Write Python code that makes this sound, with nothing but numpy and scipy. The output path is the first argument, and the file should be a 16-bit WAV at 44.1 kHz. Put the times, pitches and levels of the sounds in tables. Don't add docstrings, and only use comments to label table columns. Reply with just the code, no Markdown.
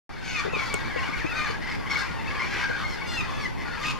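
import sys
import numpy as np
from scipy import signal
from scipy.fft import rfft, irfft, next_fast_len
from scipy.io import wavfile
from scipy.ndimage import uniform_filter1d

SR = 44100
rng = np.random.default_rng(int(sys.argv[2]) if len(sys.argv) > 2 else 0)


def store_pcm(level_fs):
    pcm = np.round(np.clip(level_fs, -1, 1) * 32767).astype(np.int16)
    wavfile.write(sys.argv[1], SR, np.atleast_2d(pcm).T)


N = 175959

# start_s, length_s, first_hz, middle_hz, last_hz, level_db, roughness (0-1),
# throat_hz, treble_db
SQUAWKS = [ (0.222, 0.21, 772.4, 737, 668, -37, 0.41, 2470, 12),
           (0.332, 0.086, 1319, 1217, 1120, -32, 0.1, 2470, 7),
           (0.369, 0.12, 1231, 1153, 1120, -37.5, 0.78, 1320, 9),
           (0.486, 0.03, 1200, 1322, 1380, -41, 0.2, 2630, -15),
           (0.52, 0.06, 1393, 1235, 1160, -31, 0.32, 2500, -1),
           (0.569, 0.077, 1212, 1106, 1040, -33.5, 0.48, 2270, 4),
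           (0.557, 0.16, 683, 663.3, 641.5, -37, 0.32, 1410, 15),
           (.69, 0.098, 1130, 1124, 1065, -34, 0.31, 2200, 6.5),
           (0.841, 0.022, 1286, 1122, 960, -40, 0, 2170, -3),
           (0.931, 0.29, 722, 736, 750, -43, 0.82, 1560, 10),
           (1.156, 0.036, 738, 781, 765, -40.5, 0.25, 1570, 2),
           (1.164, 0.048, 1430, 1380, 724, -38.5, .08, 2500, 7),
           (1.196, 0.043, 1085, 945, 764, -36.5, 0.17, 1800, -5),
           (1.247, 0.094, 1135, 1340, 1120, -36.5, .05, 2400, -2),
           (1.289, .12, 624.4, 759, 745, -37, 0.2, 1470, 11.5),
           (1.348, 0.081, 1176, 1230, 1083, -32.5, 0.1, 2360, -2),
           (1.36, 0.086, 1018, 1042, 1046, -37.5, 0.13, 2090, 6),
           (1.339, 0.2, 650, 603, 580, -35, 0.45, 1240, 4),
           (1.432, 0.056, 1278, 1211, 1080, -37.5, 0.04, 2340, 13),
           (1.435, 0.048, 1009, 866, 790, -35, 0.23, 1710, -4),
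           (1.519, 0.049, 678, 829, 833, -39.5, 0.4, 1730, -18),
           (1.611, 0.055, 941, 1001, 1044, -37, 0.5, 2050, 6),
           (1.661, 0.047, 673, 1040, 936, -34.5, 0.35, 2060, 3),
           (1.685, 0.079, 1121, 948, 800, -34, 0.61, 2050, 4),
           (1.885, .17, 570.2, 566.4, 512, -35, 0.63, 1490, 7.5),
           (1.892, 0.062, 1112, 1108, 998, -33.5, .3, 2100, 13),
           (1.965, 0.066, 768, 731.5, 687, -38.5, 0.41, 2020, 27),
           (2.004, 0.23, 923, 929.6, 890, -43, 0.35, 885, 0),
           (2.251, 0.16, 585, 558.4, 604, -37.5, 0.45, 1860, 3),
           (2.371, 0.14, 1001, 1082, 1105, -35.5, 0.6, 2210, 4),
           (2.494, 0.17, 679, 660, 638, -35.5, 0.88, 2180, 5),
           (2.772, .075, 583.5, 629, 602, -34, 0.62, 1320, 5),
           (2.551, 0.26, 785, 805, 791, -38, 0.4, 1590, 1),
           (2.834, 0.043, 1065, 1053, 1008, -34.5, 0.3, 2060, 6),
           (2.863, .1, 1108, 1069, 994, -38.5, 0.41, 2140, 15),
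           (3.057, 0.13, 698.5, 704, 678, -37, 0.09, 3000, 16),
           (3.114, 0.06, 1030, 962, 864, -40, 0.3, 1800, -3),
           (3.16, 0.061, 1409, 1285, 1244, -29.5, 0.23, 2630, 5),
           (3.225, 0.28, 607, 570.3, 587.5, -42, 0.26, 1380, 9),
           (3.399, 0.071, 1130, 1086, 936, -36, 0.13, 2050, 9.5),
           (3.434, 0.041, 1071, 1023, 970, -33.5, 0, 2000, -4),
           (3.568, 0.076, 1063, 1025, 995, -40, 0.5, 2130, 5),
           (3.63, 0.14, 735, 722.4, 728, -42.5, 0.38, 1480, 5),
           (3.79, 0.099, 1089, 1202, 1225, -36.5, 0.34, 1100, 13),
           (3.825, 0.028, 1120, 998, 890, -34.5, 0.27, 1960, 7),
           (3.83, 0.1, 1215, 1266, 1223, -32, 0.64, 2650, 13)]
# start_s, top_pitch_hz, level_db
YELPS = [(.957, 1120, -37.5), (.972, 1380, -39.5), (.984, 1118, -36.5), (1.025, 1450, -41),
         (1.07, 1125, -38.5), (1.125, 1130, -34.5), (1.859, 1054, -36.5), (1.899, 1124, -30),
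         (1.949, 1127, -28), (2.0, 1050, -35), (2.25, 1075, -41), (2.269, 1310, -37), (2.3, 1094, -39),
         (2.35, 1260, -40), (2.392, 1036, -33.5), (2.415, 1186, -34), (2.545, 992, -36), (2.59, 795, -37.5),
         (2.634, 822, -31.5), (2.696, 808, -33.5), (2.752, 816, -35), (3.008, 1137, -37.5)]
# frequency_hz, gain_db
VOICE_EQ = [(100, -39), (300, -9), (650, -8.5), (950, -1), (1400, 4), (2400, 0), (3100, -4), (4300, -5.5),
            (5800, -13), (7300, -19.5), (9000, -25), (10000, -30), (12000, -25.5), (15000, -62)]
# time_s, level_db
FLOCK_SWELLS = [(0, -47), (.2, -44.5), (.45, -39), (1.0, -36.5), (1.25, -38), (1.45, -38.5), (1.6, -43.5),
                (1.82, -41), (2.0, -37), (2.18, -42.5), (2.6, -33.5), (2.85, -40.5), (3.0, -40.5),
                (3.3, -36), (3.532, -50), (3.7, -38.5), (4.0, -41)]
# frequency_hz, t60_s
ECHO_DECAY = [(300, 0.64), (2000, 0.25), (6000, 0.36), (14000, 0.13)]
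# start_s, level_db, pitch_hz
KNOCKS = [(.447, -24, 410), (0.461, -21.5, 384), (0.477, -21.5, 390), (0.531, -24, 485),
          (0.562, -22.5, 420), (0.742, -22.5, 400), (0.96, -22.5, 490), (1.088, -25, 261),
          (1.244, -17.5, 315), (1.497, -22.5, 443), (2.695, -24, 494)]
# frequency_hz, level_db, t60_s
CLICK_MODES = [(570, -6, 0.014), (1250, 3.5, 0.0055), (2760, 0.5, 0.0065), (6900, -1.5, 0.0072),
               (7560, -1.5, .007), (8560, -5.5, 0.014), (12700, -17, 0.0064)]
# frequency_hz, density_db
AIR_MID = [(25, 1), (125, -0.5), (300, -4), (650, -10.5), (900, -2), (1350, -16), (2100, -10.5),
           (2800, -16), (4400, -23), (8100, -37), (11500, -35), (15000, -49)]
# frequency_hz, density_db
AIR_SIDE = [(25, -11), (125, 7), (200, -15), (300, -16), (500, -3), (650, -8), (2100, -23), (3600, -30),
            (7500, -34), (12000, -44), (15000, -57)]
# frequency_hz, density_db
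WIND_RUMBLE = [(15, -10), (30, 0), (70, 18.5), (130, 2), (200, 8), (350, -1), (600, -10), (1200, -48)]

LEFT_LEAN_DB = 2.0
TOP_HZ = 14700


def parrot_call(length_s, first_hz, middle_hz, last_hz, level_db, rough, throat_hz, treble_db):
    attack, release = 0.31, 0.19
    roof_gain, roof_max_s, lag_max_s = 0.46, .005, .00003
    n = int(length_s * SR)
    progress = np.linspace(0, 1, n)
    pan, lag, path = rng.uniform(-1, 1, 3)
    buzz = voice_buzz(progress, first_hz, middle_hz, last_hz, rough)
    size = next_fast_len(2 * n)
    f = np.fft.rfftfreq(size, 1 / SR)
    roof = 1 + roof_gain * np.exp(-2j * np.pi * f * roof_max_s * abs(path))
    voice = unit(irfft(rfft(buzz, size) * throat(f, throat_hz, treble_db) * roof, size)[:n])
    ramp = np.clip(np.minimum(progress / attack, (1 - progress) / release), 0, 1)
    voice *= amp(level_db) * np.sin(np.pi / 2 * ramp)
    right = irfft(rfft(voice, size) * np.exp(2j * np.pi * f * lag * lag_max_s), size)[:n]
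    lean_db = LEFT_LEAN_DB - pan
    return np.array([voice * amp(lean_db), right * amp(-lean_db)])


def voice_buzz(progress, first_hz, middle_hz, last_hz, rough):
    n = len(progress)
    glide_hz = np.polyval(np.polyfit([0, .5, 1], [first_hz, middle_hz, last_hz], 2), progress)
    jitter = 0.0632 * rough * wobble(n, rate_hz=356)
    waver = 0.0079 * np.sqrt(rough) * wobble(n, rate_hz=91)
    bend = 0.01127 * np.sqrt(rough) * wobble(n, rate_hz=21)
    phase = 2 * np.pi * np.cumsum(glide_hz * (1 + jitter + waver) * (1 + bend)) / SR
    tone = harmonics(phase, middle_hz)
    breath = (1 + np.cos(phase)) * wobble(n, rate_hz=TOP_HZ)
    rasp = np.exp(0.63 * np.sqrt(rough) * np.tanh(wobble(n, rate_hz=169)))
    return ((1 - rough ** 2) * tone + 0.78 * rough * breath) * rasp


def harmonics(phase, pitch_hz):
    flutter_s, flutter_db = .014, 3
    steps = np.arange(len(phase)) / SR / flutter_s
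    gains = amp(flutter_db * rng.standard_normal((32, 32)))
    gains[:2] = 1
    return unit(sum(np.interp(steps, np.arange(len(gain)), gain) * np.cos(k * phase)
                    for k, gain in enumerate(gains[:int(TOP_HZ / pitch_hz)], 1)))


def throat(f, throat_hz, treble_db):
    lower_width_hz, upper_width_hz = 375, 440
    shelf_db = treble_db * curve([(2500, 0.17), (4200, 0.9)], f)
    lower_db = 15 / (1 + ((f - throat_hz) / lower_width_hz) ** 2)
    upper_db = 6 / (1 + ((f - 2.6 * throat_hz) / upper_width_hz) ** 2)
    return amp(curve(VOICE_EQ, f) + shelf_db + lower_db + upper_db)


def near_birds():
    out, yelp_s = np.zeros((2, N)), .027
    for start_s, *shape in SQUAWKS:
        add(out, start_s, parrot_call(*shape))
    for start_s, top_hz, level_db in YELPS:
        foot_hz = .85 * top_hz
        add(out, start_s, parrot_call(yelp_s, foot_hz, top_hz, foot_hz, level_db,
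                                      rough=.15, throat_hz=2 * top_hz, treble_db=-4))
    return out


def far_flock():
    calls_per_s, shortest_s, longest_s = 55, 0.0299, .13
    out, count = np.zeros((2, N)), int(calls_per_s * N / SR)
    for slot in range(count):
        when, length, pitch, glide, loudness, resonance = rng.random(6)
        length_s = shortest_s + (longest_s - shortest_s) * length
        middle_hz = 600 + 620 * pitch
        first_hz = middle_hz * (1 + .3 * (glide - .7))
        call = parrot_call(length_s, first_hz, middle_hz, .86 * middle_hz, 6 * loudness,
                           rough=0.426, throat_hz=900 + 1500 * resonance, treble_db=4)
        add(out, (slot + when) / count * N / SR, call)
    return unit(out) * amp(np.interp(np.arange(N) / SR, *np.transpose(FLOCK_SWELLS)))


def echoes(birds):
    send_db, width = -7.5, 0.86
    hz, t, grains = signal.stft(rng.standard_normal((2, SR // 2)), SR, nperseg=256)
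    decay = amp(-60 * t / curve(ECHO_DECAY, hz)[:, None]) * (t > 0)
    tail = signal.istft(grains * decay, SR, nperseg=256)[1]
    tail /= np.linalg.norm(tail[0])
    mid, side = signal.fftconvolve(birds.mean(0)[None], tail, axes=1)[:, :N]
    left, right = mid + width * side, mid - width * side
    return amp(send_db) * np.array([left * amp(LEFT_LEAN_DB), right * amp(-LEFT_LEAN_DB)])


def handling_knocks():
    out, t = np.zeros((2, N)), np.arange(SR // 10) / SR
    rise_s = .004
    envelope = t / rise_s * np.exp(1 - t / rise_s)
    for start_s, level_db, pitch_hz in KNOCKS:
        body = np.sin(2 * np.pi * pitch_hz * t) + .7 * wobble(len(t), rate_hz=730)
        add(out, start_s, np.outer([1, -.4], amp(level_db) * body * envelope))
    return out


def camera_click():
    out, t = np.zeros((2, N)), np.arange(SR // 10) / SR
    start_s, lag_s, gain_db = .7417, .000028, -18
    ring = -sum(amp(db - 60 * t / t60) * np.sin(2 * np.pi * hz * t) for hz, db, t60 in CLICK_MODES)
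    add(out, start_s, np.outer([1, 0], ring))
    add(out, start_s + lag_s, np.outer([0, .7], ring))
    return amp(gain_db) * out


def wind_puff():
    start_s, length_s, pitch_hz, level_db = 1.172, .045, 45, -33
    out, t = np.zeros((2, N)), np.arange(0, length_s, 1 / SR)
    push = amp(level_db) * np.hanning(len(t)) * np.sin(2 * np.pi * pitch_hz * t)
    add(out, start_s, np.outer([1, 1], push))
    return out


def outdoor_air():
    start_db, rise_s = -7, 0.65
    mid = amp(-40.5) * drifting_noise(AIR_MID, drift_db=1.8)
    side = amp(-39) * drifting_noise(AIR_SIDE, drift_db=1.8)
    side += amp(-34.5) * drifting_noise(WIND_RUMBLE, drift_db=1.5)
    bed = np.array([mid + side, mid - side])
    lean_db = curve([(130, -0.81), (400, 2.0), (4000, 2.0), (12000, -0.6)], np.fft.rfftfreq(N, 1 / SR))
    swell = amp(start_db * np.clip(1 - np.arange(N) / SR / rise_s, 0, 1))
    return swell * irfft(rfft(bed) * amp([lean_db, -lean_db]), N)


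def drifting_noise(spectrum, drift_db):
    hz = np.fft.rfftfreq(1024, 1 / SR)
    real, imag, patches = rng.standard_normal((N // 256 + 5, len(hz), 3)).T
    patches = unit(uniform_filter1d(uniform_filter1d(patches, size=8, axis=0), size=10, axis=1))
    grains = (real + 1j * imag) * amp(curve(spectrum, hz)[:, None] + drift_db * patches)
    return unit(signal.istft(grains, nperseg=1024, noverlap=768)[1][:N])


def wobble(n, rate_hz):
    f = np.fft.rfftfreq(16384, 1 / SR)
    return unit(irfft(rfft(rng.standard_normal(16384)) / (1 + (f / rate_hz) ** 4)))[:n]


def amp(db):
    return 10 ** (np.asarray(db) / 20)


def unit(x):
    return x / np.sqrt(np.mean(x ** 2) + 1e-20)


def curve(points, hz):
    f, value = np.transpose(points)
    return np.interp(np.log(hz + 1), np.log(f + 1), value)


def add(mix, start_s, sound):
    part = mix[:, max(round(start_s * SR), 0):][:, :sound.shape[1]]
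    part += sound[:, :part.shape[1]]


def scene():
    background = outdoor_air() + handling_knocks() + camera_click() + wind_puff()
    birds = near_birds() + far_flock()
    return birds + echoes(birds) + background


def record(dry):
    notch_hz, width_hz, notch_db, silence_s = 3942, 115, -9.5, .093
    f = np.fft.rfftfreq(N, 1 / SR)
    notches = sum(np.exp(-((f - k * notch_hz) / width_hz) ** 2) for k in (1, 2))
    live = irfft(rfft(dry) * amp(notch_db * notches), N) * (np.arange(N) / SR >= silence_s)
    top_cut = signal.firwin(255, TOP_HZ, window=("kaiser", 9), fs=SR)
    return signal.oaconvolve(live, top_cut[None], "same")


dry = scene()
out = record(dry)
store_pcm(out)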